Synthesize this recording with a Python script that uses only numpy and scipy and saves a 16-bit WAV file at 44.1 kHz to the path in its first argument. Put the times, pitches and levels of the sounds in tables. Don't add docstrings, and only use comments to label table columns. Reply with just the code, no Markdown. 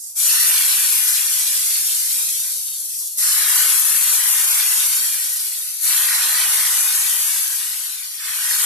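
import sys
import numpy as np
from scipy import signal
from scipy.fft import rfft, irfft, next_fast_len
from scipy.io import wavfile
from scipy.ndimage import map_coordinates

SR = 44100
rng = np.random.default_rng(int(sys.argv[2]) if len(sys.argv) > 2 else 0)


def master_out(mix):
    frames = np.transpose(np.atleast_2d(mix))
    ceiling = np.clip(frames, -1, 1)
    pcm = np.round(ceiling * 32767).astype(np.int16)
    wavfile.write(sys.argv[1], SR, pcm)


N = 381465
FRAME = 1024


def amp(db):
    return 10 ** (np.asarray(db) / 20)


def unit(x):
    return x / np.sqrt(np.mean(x ** 2) + 1e-20)


def along(points, hz):
    freqs, values = np.transpose(points)
    return np.interp(np.log(hz + 1), np.log(freqs + 1), values)


def curve(points):
    return np.interp(np.arange(N) / SR, *np.transpose(points))


def swell(centre, half_length):
    return np.exp(-((np.arange(N) / SR - centre) / half_length) ** 2)


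def wobble(rate):
    knots = rng.standard_normal(int(N * rate / SR) + 4)
    return map_coordinates(knots, [np.arange(N) * rate / SR])


def filtered(x, response):
    size = next_fast_len(N + SR // 2)
    return irfft(rfft(x, size) * response(np.fft.rfftfreq(size, 1 / SR)), size)[..., :N]


def band(hz, low_hz, high_hz, order=6):
    return 1 / np.sqrt((1 + (low_hz / (hz + 1)) ** (2 * order)) * (1 + (hz / high_hz) ** (2 * order)))


def patches(shape, width_hz, life_s):
    bins, frames = np.indices(shape)
    hop = shape[0] - 1
    where = [bins * SR / (2 * hop) / width_hz, frames * hop / SR / life_s]
    return map_coordinates(rng.standard_normal((400, 400)), where, order=2, mode="wrap")


def patchy(x, depth_db, width_hz, life_s):
    spectra = signal.stft(x, nperseg=FRAME)[2]
    gain = amp(depth_db * np.tanh(patches(spectra.shape[1:], width_hz, life_s) + .5))
    return unit(signal.istft(spectra * gain, nperseg=FRAME)[1][:, :N])


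def burst_sizes(count, spread_db):
    return amp(spread_db * np.minimum(rng.exponential(size=count), 5)) * rng.choice([-1, 1], count)


def clicks(rate, spread_db):
    count = int(rate * N / SR)
    return np.bincount(rng.integers(N, size=count), burst_sizes(count, spread_db), N)


# frequency in Hz, likeness of left and right from 0 to 1.
LIKENESS = [(60, 0), (280, 0.18), (500, 0.07), (750, 0.42), (1000, 0.55), (1400, 0.65), (2000, 0.65),
            (2920, 0.2), (5000, 0.09), (8000, 0)]


def stereo(a, b):
    angle = lambda hz: np.arccos(along(LIKENESS, hz)) / 2
    mid = filtered(a, lambda hz: np.cos(angle(hz)))
    side = filtered(b, lambda hz: np.sin(angle(hz)))
    return np.array([mid + side, mid - side])


def cooling(start, hold, sag, fade):
    age = np.maximum(np.arange(N) / SR - start, 0)
    return age, sag * age + fade * np.maximum(age - hold, 0)


# centre and half length in seconds, level in dB.
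OIL_DRIPS = [(0.05, 0.11, -35), (3, 0.13, -29.5)]
# start, fizz rise, foam rise and hold in seconds, fizz and foam levels in dB,
# sag and added fade after the hold in dB per second, depth of standing oil from 0 to 1.
OIL_POURS = [(0.151, 0.034, 0.096, 2.134, -17, 3.6, 2.5, 9, 0),
             (3.17, 0.016, 0.051, 1.63, -17, -0.67, 0.7, 10.5, 0.61),
             (5.807, 0.016, 0.036, 1.473, -19, -1.54, 1.0, 13, 0.83),
             (8.174, 0.4, 0.043, 1, -16.5, -0.9, 2.2, 2, .97)]
# centre and half length in seconds, foam change in dB, fizz change in dB.
SIZZLE_SWELLS = [(0.33, .04, 3.5, 0.2), (0.46, 0.12, 3.5, 0), (0.54, .012, 3, 1.5), (1.28, 0.2, 0, -0.8),
                 (3.353, 0.15, 1.5, -2), (3.59, 0.11, 4.8, -.5), (3.93, 0.19, -3, -1.3),
                 (4.584, 0.37, 3.6, -0.95), (5.92, 0.08, 1.2, 0.5), (6.25, 0.3, 2.8, -1.5),
                 (6.58, 0.47, 5, 1.3), (8.26, 0.049, 1, 1.3), (8.65, 0.077, 8, 1.5)]


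def boiling(simmer_db=-40.5):
    power = amp(simmer_db) ** 2 + sum((amp(db) * swell(s, half)) ** 2 for s, half, db in OIL_DRIPS)
    for start, rise, _, hold, fizz_db, _, sag, fade, _ in OIL_POURS:
        age, lost_db = cooling(start, hold, sag, fade)
        power += (amp(fizz_db - lost_db) * (1 - np.exp(-age / rise))) ** 2
    return 10 * np.log10(power) + sum(db * swell(s, half) for s, half, _, db in SIZZLE_SWELLS)


# frequency in Hz, relative level in dB.
FIZZ_TONE = [(3000, -46), (4500, -14.5), (6000, -6), (7500, -4), (9000, -1), (11300, 0), (13000, -2),
             (16000, -7.5)]
# time in seconds, lift of fine over coarse fizz in dB.
FIZZ_BRIGHTNESS = [(0, -4), (.5, 2.5), (1.5, -1.1), (2.7, -.3), (3.3, -.3), (3.85, 2), (4.25, 0.5),
                   (4.7, 0), (5.5, 1.5), (6, 1.5), (6.5, -0.5), (7.4, .5), (8.65, -0.5)]
# time in seconds, left minus right in dB.
FIZZ_DRIFT = [(0, -5), (.1, -3), (.2, 2), (.45, -1), (1.1, 1.5), (1.6, -0.5), (3.1, 0.5), (3.85, 2.5),
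              (4.7, 0.5), (5.6, -0.5), (5.85, 1.5), (6.3, -0.5), (7.3, 1.5), (7.7, 1.5), (8, 2), (8.65, 1)]


def fizz(boil_db, gain_db=4, flutter_db=.62, waver_db=.22, split_hz=9000):
    bursts = stereo(*[clicks(rate=36000, spread_db=0) for _ in range(2)])
    hiss = unit(filtered(bursts, lambda hz: amp(along(FIZZ_TONE, hz))))
    coarse = filtered(hiss, lambda hz: 1 / (1 + (hz / split_hz) ** 10))
    fine = hiss - coarse
    bright_db = curve(FIZZ_BRIGHTNESS)
    coarse *= amp(waver_db * wobble(12) - bright_db / 2)
    fine *= amp(waver_db * wobble(13) + bright_db / 2)
    lean_db = np.outer([.5, -.5], curve(FIZZ_DRIFT))
    return (coarse + fine) * amp(boil_db + gain_db + flutter_db * wobble(70) + lean_db)


# frequency in Hz, relative level in dB.
STEAM_TONE = [(20, 0.5), (90, 1), (250, 0.5), (500, 2), (900, -10), (2500, -17.5)]


def steam(boil_db, gain_db=-37, lumps_db=.5, hush_db=-73):
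    noise = stereo(*rng.standard_normal((2, N)))
    rush = unit(filtered(noise, lambda hz: amp(along(STEAM_TONE, hz))))
    flow = amp(boil_db + gain_db + lumps_db * wobble(11))
    return patchy(rush, depth_db=5, width_hz=96, life_s=.096) * np.hypot(flow, amp(hush_db))


# start in seconds, relative level in dB.
SPITTING_DROPS = [(.0222, -25), (.0965, -21), (1.783, -16), (1.947, -15), (2.327, -17), (2.7835, -16),
                  (2.984, -14), (3.0014, -16), (3.037, -18), (3.0748, -16), (4.33, -9), (7.8202, -16),
                  (7.9038, -15)]


def spits(boil_db, t60_s=.0021, strays_per_s=8, stray_db=7):
    hits = np.zeros(N)
    strays = rng.integers(N, size=int(strays_per_s * N / SR))
    hits[strays] = amp(boil_db[strays] + stray_db)
    for start, db in SPITTING_DROPS:
        hits[round(start * SR)] = amp(db)
    t = np.arange(SR // 50) / SR
    cracks = signal.fftconvolve(hits, amp(-60 * t / t60_s))[:N] * rng.choice([-1, 1], N)
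    return 2 * filtered(cracks, lambda hz: band(hz, 7000, 13000, order=4))


def bubbles(rate, low_hz, high_hz, cycles, spread_db, slope_db):
    count = int(rate * N / SR)
    when, smallness, life = rng.random((count, 3)).T
    pitch = low_hz + (high_hz - low_hz) * smallness
    strength = burst_sizes(count, spread_db) * amp(slope_db * smallness)
    step = np.arange(int(min(2 * cycles * SR / low_hz, 4.5e6 / count)))
    turns = pitch[:, None] * step / SR
    decay = np.exp(-2 * turns / (cycles * (.5 + life[:, None])))
    rings = strength[:, None] * np.sin(2 * np.pi * turns) * decay
    samples = (when * N).astype(int)[:, None] + step
    cloud = np.bincount(samples.ravel(), rings.ravel())
    return unit(filtered(cloud, lambda hz: band(hz, .86 * low_hz, .94 * high_hz)))


def froth(rate, band_hz, cycles, spread_db, slope_db, flutter_db):
    clouds = [bubbles(rate, *band_hz, cycles, spread_db, slope_db) for _ in range(2)]
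    return unit(stereo(*clouds)) * amp(flutter_db * wobble(45))


# relative level in dB, multiple of the foam rise, added share
# of the fizz rise, dB lost per dB of cooling with no standing oil, share of a swell,
# lag behind a swell in seconds, simmer level in dB.
BUBBLE_CLASSES = [(-28, 0.78, 0.47, 1.26, 0.45, 0.016, -60), (-30, 1.4, 0.17, 2.5, 0.35, 0.029, -66),
                  (-33.5, 1.96, 0, 3.5, 0.51, 0.005, -74), (-42.5, 3, 0.29, 4, 0.75, 0.015, -71.5),
                  (-55.5, 3.2, 0.37, 8, 1.66, 0.065, -75)]


def foam_gains(oil_hold=.77):
    gains = []
    for class_db, slowness, follows, steepness, share, lag, simmer_db in BUBBLE_CLASSES:
        swell_db = sum(share * db * swell(s + lag, half) for s, half, db, _ in SIZZLE_SWELLS)
        power = amp(simmer_db) ** 2
        for start, fizz_rise, foam_rise, hold, _, foam_db, sag, fade, depth in OIL_POURS:
            age, lost_db = cooling(start, hold, sag, fade)
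            level_db = class_db + foam_db + swell_db - steepness * (1 - oil_hold * depth) * lost_db
            rise = slowness * foam_rise + follows * fizz_rise
            power = power + (amp(level_db) * (1 - np.exp(-age / rise))) ** 2
        gains.append(np.sqrt(power))
    return gains


def foam():
    layers = [
        froth(rate=7000, band_hz=(3435, 6500), cycles=3.8, spread_db=1, slope_db=3.5, flutter_db=1.5),
        froth(rate=4000, band_hz=(2110, 3690), cycles=6, spread_db=1, slope_db=6, flutter_db=.6),
        froth(rate=3400, band_hz=(1194, 2218), cycles=8.9, spread_db=.4, slope_db=8.5, flutter_db=.3),
        froth(rate=1700, band_hz=(868, 1280), cycles=3.2, spread_db=.5, slope_db=6.5, flutter_db=.9),
        froth(rate=1100, band_hz=(382, 847), cycles=31, spread_db=2, slope_db=12.5, flutter_db=1.9)]
    return sum(gain * layer for gain, layer in zip(foam_gains(), layers))


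def shimmer(x, depth_db=4, width_hz=124.96, life_s=.08, roam=1.32):
    mids = filtered(x, lambda hz: band(hz, 1750, 7600, order=8))
    flickering = mids.std() * patchy(mids, depth_db, width_hz, life_s)
    left, right = signal.stft(flickering, nperseg=FRAME)[2]
    centred = np.tanh(roam * patches(left.shape, width_hz, life_s))
    mid = (left + right) / 2 * np.sqrt(1 + centred)
    side = (left - right) / 2 * np.sqrt(1 - centred)
    return x - mids + signal.istft(np.array([mid + side, mid - side]), nperseg=FRAME)[1][:, :N]


# time in seconds, cover from 0 (away) to 1 (close).
WOK_COVER = [(0, 0), (.5, 0.23), (1.5, 0.13), (2.5, 0.1), (3.2, 1), (3.7, 1), (4.25, 0.25), (4.7, 0),
             (5.1, 0.5), (5.7, 1), (6.35, 1), (6.8, 0.16), (7.3, 0), (7.8, 0.44), (8.3, 0.48), (8.65, 0.7)]
# pitch in Hz, width in Hz, strength in dB,
# share by which the pitch moves as the wok lifts away.
GAP_MODES = [(468, 100, -8, 0), (673, 60, 1, -0.0041), (1085, 58, 3.5, -0.032), (1254, 82, 4.3, -0.038),
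             (1478, 75, 4.5, 0.019), (1893, 160, 3.5, .02), (2520, 140, -4, 0), (2830, 150, -5.5, 0.015),
             (3300, 130, -13, 0), (4174, 170, 3.5, 0.015)]


def under_wok(x, open_ring=.24):
    hz, t, spectra = signal.stft(x, SR, nperseg=FRAME)
    cover = np.interp(t, *np.transpose(WOK_COVER))
    ring = 0
    for pitch, width, db, glide in GAP_MODES:
        centre = pitch * (1 + glide * (1 - cover))
        ring += amp(db) ** 2 / (1 + ((hz[:, None] - centre) / width) ** 2) ** 2
    gain = np.sqrt(1 + (open_ring + cover) * ring)
    return signal.istft(spectra * gain, SR, nperseg=FRAME)[1][:, :N]


# delay in seconds, level in dB.
EARLY_ECHOES = [(.0013, -21), (.0022, -19), (.0041, -20)]


def reflections(x, wander_s=.00008, dull_hz=7500):
    n = np.arange(N)
    dull = filtered(x, lambda hz: 1 / (1 + (hz / dull_hz) ** 6))
    out = x.copy()
    for delay, db in EARLY_ECHOES:
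        lag = (delay + wander_s * wobble(2.6)) * SR
        out += amp(db) * np.array([np.interp(n - lag, n, channel, left=0) for channel in dull])
    return out


def kitchen(x, tail_db=-11, t60_s=.12):
    t = np.arange(int(t60_s * SR)) / SR
    tail = rng.standard_normal((2, len(t))) * amp(-60 * t / t60_s)
    tail /= np.linalg.norm(tail[0])
    dull = filtered(x, lambda hz: band(hz, 100, 6500))
    return x + amp(tail_db) * signal.fftconvolve(dull, tail, axes=1)[:, :N]


# pitch in Hz, half width in Hz, relative level in dB.
PAN_MODES = [(1060, 32, 2), (1290, 41, -5), (1550, 55, 3), (1950, 82, 1), (2510, 76, 5), (3500, 70, 8)]
# centre in seconds, level in dB, pitch in Hz, half length in seconds.
SPATULA_NUDGES = [(1.0, -57, 170, .04), (2.22, -53, 1000, .045), (2.47, -48, 1600, .07),
                  (2.72, -59, 1350, .16), (2.95, -53, 2700, .05), (3.02, -63, 1080, .05)]


def spatula():
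    out = np.zeros((2, N))
    body = lambda hz: .14 + sum(amp(db) / (1 + ((hz - mode) / width) ** 2)
                                for mode, width, db in PAN_MODES)
    for centre, db, pitch, half_length in SPATULA_NUDGES:
        grit = clicks(rate=900, spread_db=3)
        rub = unit(filtered(grit, lambda hz: body(hz) * band(hz, .78 * pitch, 1.3 * pitch, order=4)))
        out += rub * amp(db) * swell(centre, half_length)
    return out


# frequency in Hz, left minus right in dB.
STEREO_TILT = [(60, 1), (200, 3.5), (370, 0), (700, 2.5), (1230, -1.5), (2250, 0), (4200, -0.5),
               (8800, -0.9), (10000, 0), (11500, 7), (13000, 3)]


def scene():
    boil_db = boiling()
    sputter = amp(.31 * wobble(22))
    sizzle = sputter * under_wok(shimmer(fizz(boil_db) + amp(-2) * foam()))
    mix = kitchen(reflections(sizzle)) + spits(boil_db) + steam(boil_db) + spatula()
    return filtered(mix, lambda hz: amp(np.outer([.5, -.5], along(STEREO_TILT, hz))))


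def record(dry):
    ceiling, top_hz = .9, 13200
    rounded = dry / (1 + np.abs(dry / ceiling) ** 12) ** (1 / 12)
    return filtered(rounded, lambda hz: 1 / (1 + (hz / top_hz) ** 300))


dry = scene()
out = record(dry)
master_out(out)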